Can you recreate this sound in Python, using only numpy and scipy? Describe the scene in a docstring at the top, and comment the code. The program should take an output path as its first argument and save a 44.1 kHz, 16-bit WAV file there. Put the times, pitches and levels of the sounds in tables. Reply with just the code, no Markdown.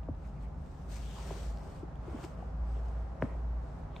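"""A deep hum swells and fades over the rumble of a small furnished room. Close by, feet in socks push
sneakers about on a rug: laces and leather tick, the shoes bump so that their rubber soles ring briefly,
and cloth and soles brush and rasp in soft strokes as fibres catch. Near the end one shoe tips over
onto its sole with a low thump."""
import sys
import numpy as np
from scipy import signal
from scipy.fft import rfft, irfft, next_fast_len
from scipy.io import wavfile
from scipy.ndimage import uniform_filter1d, map_coordinates

SR = 44100
rng = np.random.default_rng(int(sys.argv[2]) if len(sys.argv) > 2 else 0)


def waveform_to_disk(signal):
    """Save audio, clipped to [-1, 1], as 16-bit WAV at the path in sys.argv[1]."""
    frames = np.transpose(np.atleast_2d(signal))
    scaled = np.clip(frames, -1, 1) * 32767
    samples = np.round(scaled).astype(np.int16)
    wavfile.write(sys.argv[1], SR, samples)


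N = 176400  # 4 seconds
LAG_CYCLES = 1.697  # the bass of a bump comes after its treble

# tone of rubbing cloth: (frequency [Hz], relative level [dB])
CLOTH_TONE = [(300, -8), (900, 2), (1500, 3), (2300, 2), (3600, 1), (5200, -1), (6800, -1.5), (8300, -0.5),
              (9200, -4), (10000, -23.5), (12500, -10), (15500, -25.5)]


def amp(db):
    """Turn decibels into a gain."""
    return 10 ** (np.asarray(db) / 20)


def unit(x):
    """Scale a sound to an average strength (rms) of 1."""
    return x / np.sqrt(np.mean(x ** 2) + 1e-20)


def along(points, hz):
    """Read between (frequency, value) points on a log scale."""
    freqs, values = np.transpose(points)
    return np.interp(np.log(hz + 1), np.log(freqs + 1), values)


def curve(rows):
    """Join (time, value) points with lines, one value per sample."""
    return np.interp(np.arange(N) / SR, *np.transpose(rows))


def wobble(rate):
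    """A smooth curve through `rate` random points a second."""
    points = rng.standard_normal(int(N * rate / SR) + 4)
    return map_coordinates(points, [np.arange(N) * rate / SR])


def bell(hz, centre_hz, octaves):
    """A bell-shaped gain that favours pitches near the centre."""
    return np.exp(-.5 * (np.log2(np.maximum(hz, 1) / centre_hz) / octaves) ** 2)


def filtered(x, response):
    """Turn each frequency up or down by response(hz)."""
    size = next_fast_len(N + SR // 2)
    return irfft(rfft(x, size) * response(np.fft.rfftfreq(size, 1 / SR)), size)[..., :N]


def stereo(pair, tone, alike):
    """Give two unrelated noises a tone and blend them into partly alike left and right."""
    turn = lambda hz: np.arccos(np.clip(along(alike, hz), -1, 1)) / 2
    mid, side = filtered(pair, lambda hz: amp(along(tone, hz)) * [np.cos(turn(hz)), np.sin(turn(hz))])
    return unit(np.array([mid + side, mid - side]))


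def pan(db):
    """Gains that make the left side db louder than the right."""
    return amp([[db / 2], [-db / 2]])


def add(track, start, sound):
    """Mix a sound in at `start` seconds."""
    part = track[max(round(start * SR), 0):][:len(sound)]
    part += sound[:len(part)]


def contact(start, force, tone, lag=LAG_CYCLES):
    """A push heard through an object whose low notes come `lag` cycles late; its peak is 1."""
    size, lead = SR // 4, SR // 40
    hz = np.maximum(np.fft.rfftfreq(size, 1 / SR), 1)
    bass_delay = np.exp(-2j * np.pi * lag * np.log(hz / hz[-1]))
    hit = np.roll(irfft(rfft(force, size) * tone(hz) * bass_delay, size), lead)
    out = np.zeros(N)
    add(out, start - lead / SR, hit / np.abs(hit).max())
    return out


def hum():
    """A deep, nearly pure hum that drifts in pitch, swells and fades."""
    # the drift: (time [s], pitch [Hz])
    pitch = [(0, 52), (.5, 53.5), (1.0, 55.5), (1.6, 54), (2.4, 55.5), (2.8, 57), (3.3, 58.5), (3.6, 57.5),
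             (4, 54.5)]
    # the swells: (time [s], level [dB])
    level = [(0, -46), (.1, -42.5), (.4, -43), (.68, -51), (1.0, -42), (1.3, -42.5), (1.48, -36.5),
             (1.58, -38.5), (1.7, -57), (2.05, -42), (2.25, -54.5), (2.45, -42.5), (2.64, -33.5),
             (2.98, -35.5), (3.18, -47), (3.47, -33.5), (3.6, -35.5), (3.72, -48), (4, -53.5)]
    wave = np.sqrt(2) * np.sin(2 * np.pi * np.cumsum(curve(pitch)) / SR)
    return amp(curve(level) + 0.34 * wobble(7.3)) * wave


def room_noise():
    """A steady rumble and a soft, slightly hollow rush of air that grows a little."""
    # tone of the rumble: (frequency [Hz], relative level [dB])
    rumble_tone = [(15, -33), (28, -20), (38, 1), (55, 2.5), (72, 3.5), (95, -2.5), (120, -4.5),
                   (140, -1.5), (178, -5), (215, -12), (260, -11.5), (340, -21.5), (500, -25.5), (900, -70)]
    # tone of the rush: (frequency [Hz], relative level [dB])
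    air_tone = [(150, -15), (400, -2.5), (560, -1), (800, -2), (1200, -5), (1600, -11.5), (2100, -18.5),
                (3200, -27.5), (5500, -30.5), (8500, -38), (11000, -46), (15500, -54.5)]
    # peaks that make it hollow: (frequency [Hz], half width [Hz], boost [dB])
    air_peaks = [(542, 17, 4.5), (651, 19, 6), (801, 63, 5)]
    # loudness of the rush: (time [s], level [dB])
    air_level = [(0, -56), (.7, -57), (1.5, -54), (2.0, -53.5), (2.6, -53.5), (3.4, -53.5), (4, -53)]
    # how alike left and right are: (frequency [Hz], likeness [0 to 1])
    alike = [(60, 0.96), (130, 0.98), (260, 0.77), (500, 0.37), (1000, 0.38), (2500, 0.13), (8000, 0.067)]
    rumble = stereo(rng.standard_normal((2, N)), rumble_tone, alike)
    air = stereo(rng.standard_normal((2, N)), air_tone, alike)
    hollow = lambda f: amp(sum(db / (1 + ((f - hz) / width) ** 2) for hz, width, db in air_peaks))
    air = unit(filtered(air, hollow))
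    return amp(-44.5) * rumble + amp(curve(air_level) + 0.37 * wobble(5.03)) * air


def ticks():
    """Laces and leather snap: each tick is a tiny burst of noise."""
    # (time [s], peak level [dB], centre [Hz], width [octaves], time to fade by 60 dB [s])
    snaps = [(0.032, -60, 3000, 0.32, 0.02), (.149, -63, 2800, 0.76, .012),
             (1.573, -50, 3000, 0.65, 0.0075), (1.585, -56, 3500, 0.96, .005),
             (1.634, -63, 4000, 0.89, .005), (1.956, -56.5, 2900, 0.35, .01),
             (1.956, -64.5, 8000, .6, .008), (2.24, -42, 3000, 0.95, 0.0094),
             (2.244, -48, 2200, 0.31, .012), (2.884, -60, 4500, 0.68, .012),
             (3.253, -49.5, 1690, 0.25, .012), (3.9640, -43, 3360, 0.15, 0.0027),
             (3.963, -47, 2310, 0.18, 0.015)]
    out, t = np.zeros(N), np.arange(SR // 20) / SR
    for start, db, hz, octaves, fade in snaps:
        burst = rng.standard_normal(len(t)) * amp(-60 * t / fade)
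        out += amp(db) * contact(start, burst, lambda f: bell(f, hz, octaves))
    return out


def room_echo(sound):
    """The short, dull echo of a furnished room, where high notes die first."""
    # length of the echo: (frequency [Hz], time to fade by 60 dB [s])
    fade_times = [(100, 0.17), (500, 0.17), (2000, 0.14), (10000, 0.069)]
    hz, t, noise = signal.stft(rng.standard_normal((2, SR // 2)), SR, nperseg=256)
    tail = signal.istft(noise * amp(-60 * t / along(fade_times, hz)[:, None]), SR, nperseg=256)[1]
    delayed = np.pad(sound, (SR // 200, 0))  # 5 ms
    return signal.fftconvolve(delayed[None], tail / np.linalg.norm(tail[0]), axes=1)[:, :N]


def bumps():
    """Shoes bump the floor and each other: padded blows, each with a brief ring of the sole."""
    # (time [s], level [dB], centre [Hz], width [octaves])
    blows = [(.0853, -44.5, 990, 0.23), (.0858, -33, 520, 0.34), (.0895, -33.5, 275, 0.2),
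             (.097, -34.5, 149, 0.22), (.094, -30.5, 73, 0.6), (1.3064, -38.5, 990, 0.19),
             (1.3078, -33, 540, 0.38), (1.3095, -38, 382, 0.2), (1.830, -33.5, 327, 0.31),
             (2.079, -36.5, 348, 0.27), (2.143, -32, 258, 0.3), (2.187, -42, 510, 0.7),
             (2.242, -37.5, 333, 0.17), (2.426, -38.5, 774, 0.14), (2.765, -44.5, 378, .35),
             (3.350, -37.5, 617, 0.38), (3.9634, -44.5, 830, 0.35)]
    out = np.zeros(N)
    for start, db, hz, octaves in blows:
        tone = lambda f: bell(f, hz, octaves)
        out += amp(db) * contact(start, [1], tone)
        add(out, start, amp(db) * sole_ring(tone))
    return out


def sole_ring(tone):
    """A struck rubber sole rings at a few notes that die quickly."""
    # (pitch [Hz], relative level [dB], time to fade by 60 dB [s])
    notes = [(242.4, -17.5, 0.097), (405, -23.5, 0.058), (570, -38, 0.06), (682, -10, 0.047),
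             (820, -30, 0.022)]
    ring, t = 0, np.arange(SR // 4) / SR
    for hz, db, fade in notes:
        onset = 1 - np.exp(-t * hz / LAG_CYCLES)
        decay = amp(db + rng.normal(0, 2.0) - 60 * t / fade)
        ring += onset * decay * tone(hz) * np.sin(2 * np.pi * hz * t)
    return ring


def cloth_folds(pair, depth_db=1.7):
    """A rub's tone shifts as cloth folds: random patches of time and pitch get louder or softer."""
    bands = signal.stft(pair, nperseg=512)[2]
    patches = uniform_filter1d(rng.standard_normal(bands.shape[1:]), size=6, axis=0)
    patches = uniform_filter1d(patches, size=10, axis=1)
    return signal.istft(bands * amp(depth_db * unit(patches)), nperseg=512)[1][:, :N]


def friction(tone):
    """Smooth rubbing under unsteady pressure, with tiny clicks as fibres catch."""
    # how alike left and right are: (frequency [Hz], likeness [0 to 1])
    alike = [(200, 0.87), (700, 0.73), (2000, 0.52), (3300, 0.22), (5500, 0.5), (9000, 0.2), (14000, 1)]
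    catches_per_s, catch_share, spread_db, pressure_db = 2500, 0.26, 5, 0.45
    caught = rng.random((2, N)) < catches_per_s / SR
    catches = caught * rng.standard_normal((2, N)) * amp(spread_db * rng.standard_normal((2, N)))
    smooth = rng.standard_normal((2, N))
    rub = np.sqrt(catch_share) * unit(catches) + np.sqrt(1 - catch_share) * smooth
    return stereo(cloth_folds(rub), tone, alike) * amp(pressure_db * wobble(49))


def brushing():
    """Cloth and shoes brush the rug in strokes: the cloth hisses and the rug scuffs lower down."""
    # (start [s], rise [s], hold [s], release [s], hiss level [dB], scuff level [dB])
    strokes = [(0.138, 0.051, 0.3, 0.056, -79.5, -63.5), (.21, 0.041, .02, 0.058, -73.5, -76),
               (0.393, 0.033, 0.011, 0.032, -71.5, -67), (0.48, 0.23, 0.21, .1, -72.5, -65),
               (0.872, 0.05, .04, .09, -56.5, -66), (0.957, 0.068, .18, 0.084, -59.5, -64),
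               (1.126, 0.15, 0.05, 0.14, -56, -51), (1.332, 0.052, 0.076, 0.11, -58.5, -56.5),
               (1.496, 0.068, 0.078, 0.13, -68, -63), (1.601, 0.076, 0.086, 0.098, -67.5, -59),
               (1.978, 0.14, 0.077, 0.055, -69, -51), (2.152, 0.088, 0.0089, 0.023, -58.5, -49.5),
               (2.25, 0.014, 0.016, 0.095, -66, -57.5), (2.349, 0.035, 0.021, 0.17, -75.5, -56),
               (2.615, 0.087, 0.089, 0.088, -72, -60.5), (2.835, 0.019, 0.024, 0.27, -73.5, -58),
               (3.207, 0.0093, 0.036, 0.051, -70, -51.5), (3.26, 0.025, 0.028, 0.17, -76.5, -54),
               (3.597, 0.034, 0.18, .07, -77.5, -69), (3.945, 0.0088, 0.02, 0.044, -72.5, -56)]
    # tone of the rug: (frequency [Hz], relative level [dB])
    scuff_tone = [(80, -29), (200, -13.5), (380, 2.5), (560, -3), (850, -8), (1300, -11), (2000, -25),
                  (3000, -23), (5000, -57)]
    # where the hiss sits: (frequency [Hz], left over right [dB])
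    hiss_pan = [(1000, 4.5), (3300, 2.5), (5500, 9.5), (9000, -0.5), (15000, 0)]
    t = np.arange(N) / SR
    hiss_power, scuff_power = np.zeros(N), np.zeros(N)
    for start, rise, hold, release, hiss_db, scuff_db in strokes:
        rising = (t - start) / rise
        falling = 1 - (t - start - rise - hold) / release
        speed = np.clip(np.minimum(rising, falling), 0, 1)
        hiss_power += (speed * amp(hiss_db)) ** 2
        scuff_power += (speed * amp(scuff_db)) ** 2
    cloth = filtered(friction(CLOTH_TONE), lambda hz: amp(np.outer([.5, -.5], along(hiss_pan, hz))))
    return np.sqrt(hiss_power) * cloth + np.sqrt(scuff_power) * friction(scuff_tone)


def rasps():
    """Socks and soles rasp on a shoe or the rug, each short rub in its own range of pitch."""
    # (middle [s], half length [s], level [dB], centre [Hz], width [octaves])
    rubs = [(0.253, 0.015, -72, 2250, .2), (0.376, 0.012, -73, 2340, .2), (0.449, 0.014, -70.5, 2360, 0.25),
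            (0.963, 0.022, -68, 2550, .3), (0.955, .022, -66, 8200, 0.19), (1.15, 0.08, -61, 3100, .23),
            (1.195, 0.028, -53, 780, .5), (1.31, 0.015, -61.5, 2400, 0.34),
            (2.21, 0.072, -68.5, 2400, 0.43), (2.77, 0.021, -70.5, 3000, 0.22),
            (3.30, 0.038, -65, 2080, 0.2), (3.97, .04, -70, 3100, .3)]
    cloth = friction(CLOTH_TONE)
    out, t = np.zeros((2, N)), np.arange(N) / SR
    for middle, half, db, hz, octaves in rubs:
        swell = np.exp(-.5 * ((t - middle) / half) ** 2)
        out += amp(db) * swell * unit(filtered(cloth, lambda f: bell(f, hz, octaves)))
    return out


def landing():
    """A shoe tips over: its edge clacks, the floor gives with a thump, then the sole slaps flat."""
    # tone of the clack: (frequency [Hz], relative level [dB])
    edge_tone = [(100, -14.5), (250, 0.5), (350, -4), (450, -1), (650, 2), (790, -9.5), (950, -5.5),
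                 (1150, -16.5), (1700, -11), (2200, -20), (2700, -29), (3300, -35.5), (3900, -57),
                 (7000, -74)]
    clack_s, thump_s, slap_s = 3.2228, 3.224, 3.238
    edge = lambda f: amp(along(edge_tone, f))
    clack = amp(-21) * contact(clack_s, [1], edge, lag=1.5)
    add(clack, clack_s, amp(-19) * sole_ring(edge))
    thump = amp(-26.5) * contact(thump_s, [1], lambda f: bell(f, centre_hz=116, octaves=0.56))
    slap = amp(-29) * contact(slap_s, [1], lambda f: bell(f, centre_hz=253, octaves=0.19))
    return clack + thump + slap


def scene():
    """Mix shoes, cloth, hum and room; only the hits get an echo."""
    hits = bumps() + landing() + ticks()
    echo = amp(-15.5) * room_echo(hits)
    return hits * pan(db=2.0) + echo + brushing() + rasps() + hum() + room_noise()


def record(dry):
    """Cut away the very highest treble."""
    top_hz = 16500
    return signal.sosfiltfilt(signal.cheby2(16, 60, top_hz, fs=SR, output="sos"), dry)


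dry = scene()
out = record(dry)
waveform_to_disk(out)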